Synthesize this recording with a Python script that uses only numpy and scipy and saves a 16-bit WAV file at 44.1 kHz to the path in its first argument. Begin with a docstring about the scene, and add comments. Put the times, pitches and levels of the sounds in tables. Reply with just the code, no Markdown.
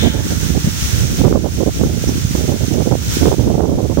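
"""A jet of water falls from a wall fixture and spatters on the tiled floor of a station.
Countless droplets merge into a bright hiss, smoothed by the echo of the hard hall; one lump slaps down.
A draught buffets the microphone, mostly its right port (sound opening), and overloads it.
At first a far squeal and roar die away and a low tone swells and fades. A thin whine stays."""
import sys
import numpy as np
from scipy import signal
from scipy.fft import rfft, irfft
from scipy.io import wavfile

SR = 44100
rng = np.random.default_rng(int(sys.argv[2]) if len(sys.argv) > 2 else 0)


def unload_audio(sound):
    """Save the sound as a 16-bit wav file, at the path given as the first command line argument."""
    columns = np.transpose(np.atleast_2d(sound))
    # keep every value between -1 and 1, then stretch to whole-number steps
    steps = np.round(np.clip(columns, -1, 1) * 32767)
    wavfile.write(sys.argv[1], SR, steps.astype(np.int16))


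N = 176400
TIME = np.arange(N) / SR
FREQS = np.maximum(np.arange(N // 2 + 1) * SR / N, 1)

# how loud the splashing and whine are heard, a preset curve for the recorder turning itself down
# after strong buffets, then recovering: t/s, relative level/dB
RECORDER_LEVEL = [(0, -36.5), (.12, -42), (.21, -40.5), (.31, -35.5), (.39, -37), (.46, -34.5), (.6, -37),
                  (.72, -37.5), (.84, -33.5), (.97, -33.5), (1.1, -36), (1.2, -35.5), (1.4, -45.5),
                  (1.48, -44), (1.6, -40), (1.7, -41.5), (1.76, -38), (1.88, -41), (2.1, -38),
                  (2.39, -36.5), (2.56, -40), (2.85, -38.5), (2.99, -40.5), (3.15, -32), (3.3, -40),
                  (3.52, -46), (3.86, -48), (4, -45)]
# tone colour of the splashing: f/Hz, left gain/dB, right gain/dB
SPLASH_COLOUR = [(250, -2, -2), (520, -1, 0), (700, -2.5, -1.5), (880, -2, -1.5), (1130, -4.7, -4),
                 (1400, 0, 0), (1750, -1.7, -2), (2200, -2, -2), (2700, -1.2, -2), (3500, -.3, -.2),
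                 (4300, -2.2, -2.5), (5000, -1.7, -.7), (5600, -4, 5.6), (6300, -5, 6.7), (6800, -6, 3.3),
                 (7300, -9.7, .7), (8500, -10.7, -2.7), (10500, -10.7, -8.4), (13600, -10, -10),
                 (15500, -2.3, -5.3)]
# how alike the splashing is at the two ports: f/Hz, likeness (0 unrelated, -1 or less opposite)
SPLASH_LIKENESS = [(300, -1.72), (1300, -0.24), (2500, -0.25), (4500, -0.12), (6500, -0.31), (9000, -0.13),
                   (15000, -0.023)]
# bands of noise in the far squeal: f/Hz, width/Hz, relative level/dB
SQUEAL_BANDS = [(2220, 1100, -30.5), (3120, 380, -31), (3500, 260, -28.5), (3780, 450, -31)]
# bands of noise in the far roar: f/Hz, width/Hz, starting level/dB
ROAR_BANDS = [(470, 87, -46), (870, 28, -45), (924, 20, -49), (1610, 600, -35.5)]
# rumble of the draught: t/s, left level/dB, right level/dB
RUMBLE_LEVEL = [(0, -25.5, -14.5), (.55, -27, -19.5), (.8, -26.5, -21), (1.05, -21.5, -16),
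                (1.45, -29, -19), (1.68, -26, -20.5), (2.0, -24, -16.5), (2.5, -24, -19), (2.7, -27, -16.5),
                (3.1, -25, -17), (3.55, -29.5, -19.5), (4, -28, -16.5)]
# buffets of wind on each port: t/s, length/s, level/dB, corner f/Hz (weaker above it)
GUSTS_LEFT = [(.245, 0.039, -19.5, 250), (.315, 0.042, -22, 150), (.662, 0.033, -15, 260),
              (.82, .045, -12.5, 70), (1.108, 0.048, -18.5, 190), (1.3, 0.092, -21, 200),
              (1.53, 0.053, -19.5, 130), (1.735, 0.14, -20, 158), (1.855, .026, -16, 230),
              (1.912, 0.038, -22, 190), (2.07, 0.16, -22.5, 130), (3.075, 0.15, -18.5, 90),
              (3.235, 0.085, -17, 130), (3.464, .036, -15, 220), (3.564, 0.026, -18, 300),
              (3.685, .13, -20.5, 370)]
GUSTS_RIGHT = [(.022, 0.069, -6.5, 358), (.135, 0.082, -15, 376), (.3, 0.0437, -13.5, 332),
               (.345, 0.048, -14, 108), (.42, 0.14, -14.5, 132), (.546, 0.041, -10, 406),
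               (.635, 0.061, -15, 110), (.92, 0.14, -11.5, 104), (1.04, 0.11, -19.5, 129),
               (1.178, 0.056, -9, 283), (1.233, 0.057, -2, 352), (1.293, 0.033, -10.5, 402),
               (1.332, 0.051, -7, 535), (1.385, 0.063, -18, 220), (1.438, 0.059, -14.5, 610),
               (1.565, 0.046, -14.5, 280), (1.6, 0.045, -10, 470), (1.657, 0.047, -9.5, 416),
               (1.786, 0.059, -9.5, 261), (1.84, 0.082, -15.5, 343), (1.92, 0.072, -15.5, 200),
               (2.07, 0.064, -13, 190), (2.345, 0.12, -13.5, 318), (2.476, 0.055, -9, 370),
               (2.525, 0.049, -15, 290), (2.603, 0.051, -12.5, 320), (2.705, 0.066, -12, 300),
               (2.768, 0.0654, -10.5, 456), (2.852, 0.052, -13, 486), (2.908, 0.039, -7, 630),
               (3.207, 0.043, -5, 360), (3.248, 0.051, -6, 438), (3.303, 0.049, -10.5, 700),
               (3.38, 0.1, -10, 316), (3.47, .1, -10, 400), (3.575, 0.093, -11, 630),
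               (3.668, 0.099, -13, 440), (3.772, 0.1, -12.5, 583), (3.89, 0.053, -13.5, 470),
               (3.968, 0.039, -7.5, 575)]
# small eddies (swirls of air) on the right port: t/s, peak level/dB, f/Hz
SMALL_EDDIES = [(.081, -11, 262), (0.103, -4.5, 177), (0.505, -2, 200), (1.216, -1, 240), (1.327, 3, 380),
                (1.391, -10, 244), (1.446, -6.5, 430), (1.462, -2, 485), (1.627, -6, 423),
                (1.684, -3.5, 374), (1.837, 1.5, 347), (1.982, -12.5, 190), (2.041, -5, 380),
                (2.093, -3, 244), (2.157, -6, 224), (2.183, -6.5, 211), (2.311, -6, 190),
                (2.354, -4.5, 230), (2.439, -14, 310), (2.494, -7, 440), (2.683, -4, 232),
                (2.716, -1.5, 256), (2.873, -4, 377), (2.914, -8, 450), (2.954, -2, 455),
                (3.171, -1.5, 265), (3.257, 2, 420), (3.318, -4.5, 620), (3.397, -8, 420),
                (3.479, -15, 400), (3.581, -7, 440), (3.607, -5, 540), (3.644, -7, 500), (3.805, -6.5, 483),
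                (3.974, 2, 380)]
# large eddies on both ports: t/s, f/Hz, width/cycles, left peak/dB, right peak/dB
LARGE_EDDIES = [(.335, 127, 1.2, -21, -11), (0.647, 145, 1.25, -8, -6), (.676, 193, 1.9, -3.5, -11),
                (2.252, 130, 0.92, -9, -2.5), (3.283, 114, 1.5, -16, -3.5), (3.411, 118, 2.7, -26, -6)]
# a lump of water landing: t/s, length/s, f/Hz, width/Hz, right level/dB
WATER_SLAPS = [(2.075, 0.037, 5770, 700, -24.5)]


def from_db(db):
    """Turn decibels into a factor to multiply by."""
    return 10 ** (np.asarray(db) / 20)


def rms_one(x):
    """Scale a signal so that its average strength (rms) is 1."""
    return x / np.sqrt(np.mean(x ** 2) + 1e-20)


def in_time(rows):
    """Join a table's points into curves over time."""
    times, *columns = np.transpose(rows)
    return np.array([np.interp(TIME, times, column) for column in columns])


def at_hz(rows):
    """Join a table's points into curves over frequency."""
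    hz, *columns = np.transpose(rows)
    return np.array([np.interp(np.log(FREQS), np.log(hz), column) for column in columns])


def shaped(x, gain):
    """Give each frequency its own gain, then scale to strength 1."""
    return rms_one(irfft(rfft(x) * gain, N))


def narrow_noise(hz, width_hz):
    """Stereo noise gathered around one pitch."""
    return shaped(rng.standard_normal((2, N)), 1 / (1 + ((FREQS - hz) / width_hz * 2) ** 2))


def swell(t, length, rise, fall):
    """Fade in, hold and fade out; all times in seconds."""
    return np.clip(t / rise, 0, 1) * np.clip((length - t) / fall, 0, 1)


def droplets(drops_per_s=7000, spread_db=1, ring_cycles=4.1):
    """Droplets land at random; each ticks for a few cycles at one of 16 pitches."""
    pitches = np.geomspace(900, 15000, 16)
    landings = np.flatnonzero(rng.random(N) < drops_per_s / SR)
    sizes = from_db(spread_db * np.minimum(rng.exponential(1, N), 5)) * rng.standard_normal((2, N))
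    pitch_index = (len(pitches) * np.sqrt(rng.random(N))).astype(int)  # more high ticks than low
    ticks = np.zeros((2, N))
    for k, hz in enumerate(pitches):
        hits = landings[pitch_index[landings] == k]
        clicks = np.full((2, N), 1e-18)
        clicks[:, hits] = sizes[:, hits]
        decay = np.exp(-np.log(1000) * hz / (ring_cycles * SR))  # 60 dB down after ring_cycles
        ringing = [1, -2 * decay * np.cos(2 * np.pi * hz / SR), decay * decay]
        ticks += np.sqrt(hz) * rms_one(signal.lfilter([1, 0, -1], ringing, clicks))
    return rms_one(ticks)


def hall_echo(x, echo_s=1.0):
    """The tiled hall smears a sound into a tail that drops 60 dB in echo_s."""
    tail = rng.standard_normal((2, N)) * from_db(-60 * TIME / echo_s)
    return shaped(x, rfft(tail))


def splashing(gain_db=11.5, spray_db=6.5, echo_db=-6.5, flutter_db=1, flutter_hz=5):
    """Droplets, fine spray and their echo, fluttering as the jet breaks up."""
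    near = droplets() + from_db(spray_db) * rng.standard_normal((2, N))
    flutter = shaped(rng.standard_normal(N), 1 / (1 + (FREQS / flutter_hz) ** 2))
    near *= from_db(flutter_db * flutter)
    # the ports share one signal and get a second with opposite signs
    shared, opposed = rfft(near + from_db(echo_db) * hall_echo(near))
    alike = np.clip(at_hz(SPLASH_LIKENESS), -1, 1)
    ports = np.sqrt(1 + alike) * shared + np.sqrt(1 - alike) * opposed * [[1], [-1]]
    hiss = rms_one(irfft(ports * from_db(at_hz(SPLASH_COLOUR)), N))
    return from_db(gain_db + in_time(RECORDER_LEVEL)) * hiss


def far_squeal(hold_s=.045, fall_db_per_s=105, opposed_share=.29):
    """A far squeal holds for a moment, then rings out in the hall."""
    squeal = sum(from_db(db) * narrow_noise(hz, width) for hz, width, db in SQUEAL_BANDS)
    wide = squeal - opposed_share * squeal[::-1]  # each side gets some of the other, flipped
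    return wide * from_db(-fall_db_per_s * np.maximum(TIME - hold_s, 0))


def far_roar(fall_db_per_s=15):
    """A far roar in the hall slowly fades."""
    roar = sum(from_db(db) * narrow_noise(hz, width) for hz, width, db in ROAR_BANDS)
    return roar * from_db(-fall_db_per_s * TIME)


def thin_whine(gain_db=-15):
    """A high whine, heard louder or softer with the recorder's level."""
    return from_db(gain_db + in_time(RECORDER_LEVEL)) * narrow_noise(hz=3540, width_hz=11)


def wind_colour(corner_hz, hz, low_cut_hz=56.7, knee_hz=300, top_hz=700):
    """Gain per frequency of wind on a port: stronger flow has a higher corner and sounds brighter."""
    power = 1 / (1 + (low_cut_hz / hz) ** 16) / (1 + (hz / corner_hz) ** 3.5)
    power /= (1 + (hz / top_hz) ** 5) * np.sqrt(1 + (hz / knee_hz) ** 2)
    ring_db = 3.5 / (1 + ((hz - 71.6) / 8.5 * 2) ** 2)  # a narrow bump just above the low cut
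    return from_db(ring_db) * np.sqrt(power)


def rumble(corner_hz=106.5):
    """The draught keeps rumbling, separately on each port."""
    noise = shaped(rng.standard_normal((2, N)), wind_colour(corner_hz, FREQS))
    return from_db(in_time(RUMBLE_LEVEL)) * noise


def buffets(gusts, lump_db=3, slowest_hz=8, fastest_hz=94):
    """Each buffet is a short burst of lumpy eddies on one port."""
    size = 16384  # samples set aside for one burst
    pressure = np.zeros(N + 2 * size)
    t = np.arange(size) / SR
    hz = np.maximum(np.arange(size // 2 + 1) * SR / size, 1)
    lumps = shaped(rng.standard_normal(N), FREQS / (FREQS + slowest_hz) / (1 + (FREQS / fastest_hz) ** 2))
    eddies = np.resize(rng.standard_normal(N) * from_db(lump_db * lumps), len(pressure))
    for start, length, db, corner_hz in gusts:
        i = max(int(start * SR), 0)
        fade = swell(t, length, rise=.006, fall=.011)
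        burst = fade * irfft(rfft(eddies[i:i + size]) * wind_colour(corner_hz, hz))
        pressure[i:i + size] += from_db(db) * rms_one(burst) * np.sqrt(np.mean(fade ** 2))
    return pressure[:N]


def low_tone(hz=296, start_s=.072, left_db=-33, right_db=-53):
    """A low, pure tone swells and fades on the left."""
    tone = np.sqrt(2) * np.sin(2 * np.pi * hz * TIME)
    fade = swell(TIME - start_s, length=.88, rise=.14, fall=.38)
    return from_db([[left_db], [right_db]]) * tone * fade


def eddy(centre_s, hz, width_cycles):
    """A passing swirl of air briefly swings the pressure up and down; height 1."""
    cycles = (TIME - centre_s) * hz
    swing = np.sin(2 * np.pi * cycles) / (1 + (cycles / width_cycles) ** 2) ** 4
    return swing / np.abs(swing).max()


def pops():
    """Each small, sharp eddy pops with a single swing of pressure."""
    return sum(from_db(db) * eddy(t, hz, width_cycles=.85) for t, db, hz in SMALL_EDDIES)


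def thumps():
    """Each large eddy covers both ports with a round, hollow thump."""
    return sum(from_db([[left], [right]]) * eddy(t, hz, width)
               for t, hz, width, left, right in LARGE_EDDIES)


def water_slap(left_gain_db=-10):
    """A thicker lump of water hits the tiles with a short, bright spit."""
    spit = np.zeros((2, N))
    for start, length, hz, width, db in WATER_SLAPS:
        fade = swell(TIME - start, length, rise=length / 10, fall=length / 2)
        spit += from_db(db) * narrow_noise(hz, width) * fade
    return spit * from_db([[left_gain_db], [0]])


def scene():
    """Add up water, station and wind as a left and a right channel."""
    water = splashing() + water_slap()
    station = far_squeal() + far_roar() + thin_whine() + low_tone()
    wind = rumble() + np.array([buffets(GUSTS_LEFT), buffets(GUSTS_RIGHT) + pops()]) + thumps()
    return water + station + wind


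def record(dry, ceiling=.88, cutoff_hz=15800):
    """The overloaded microphone flattens the strongest buffets; the highest treble is cut off."""
    flattened = dry / (1 + (dry / ceiling) ** 8) ** (1 / 8)
    return irfft(rfft(flattened) / np.sqrt(1 + (FREQS / cutoff_hz) ** 1000), N)


dry = scene()
out = record(dry)
unload_audio(out)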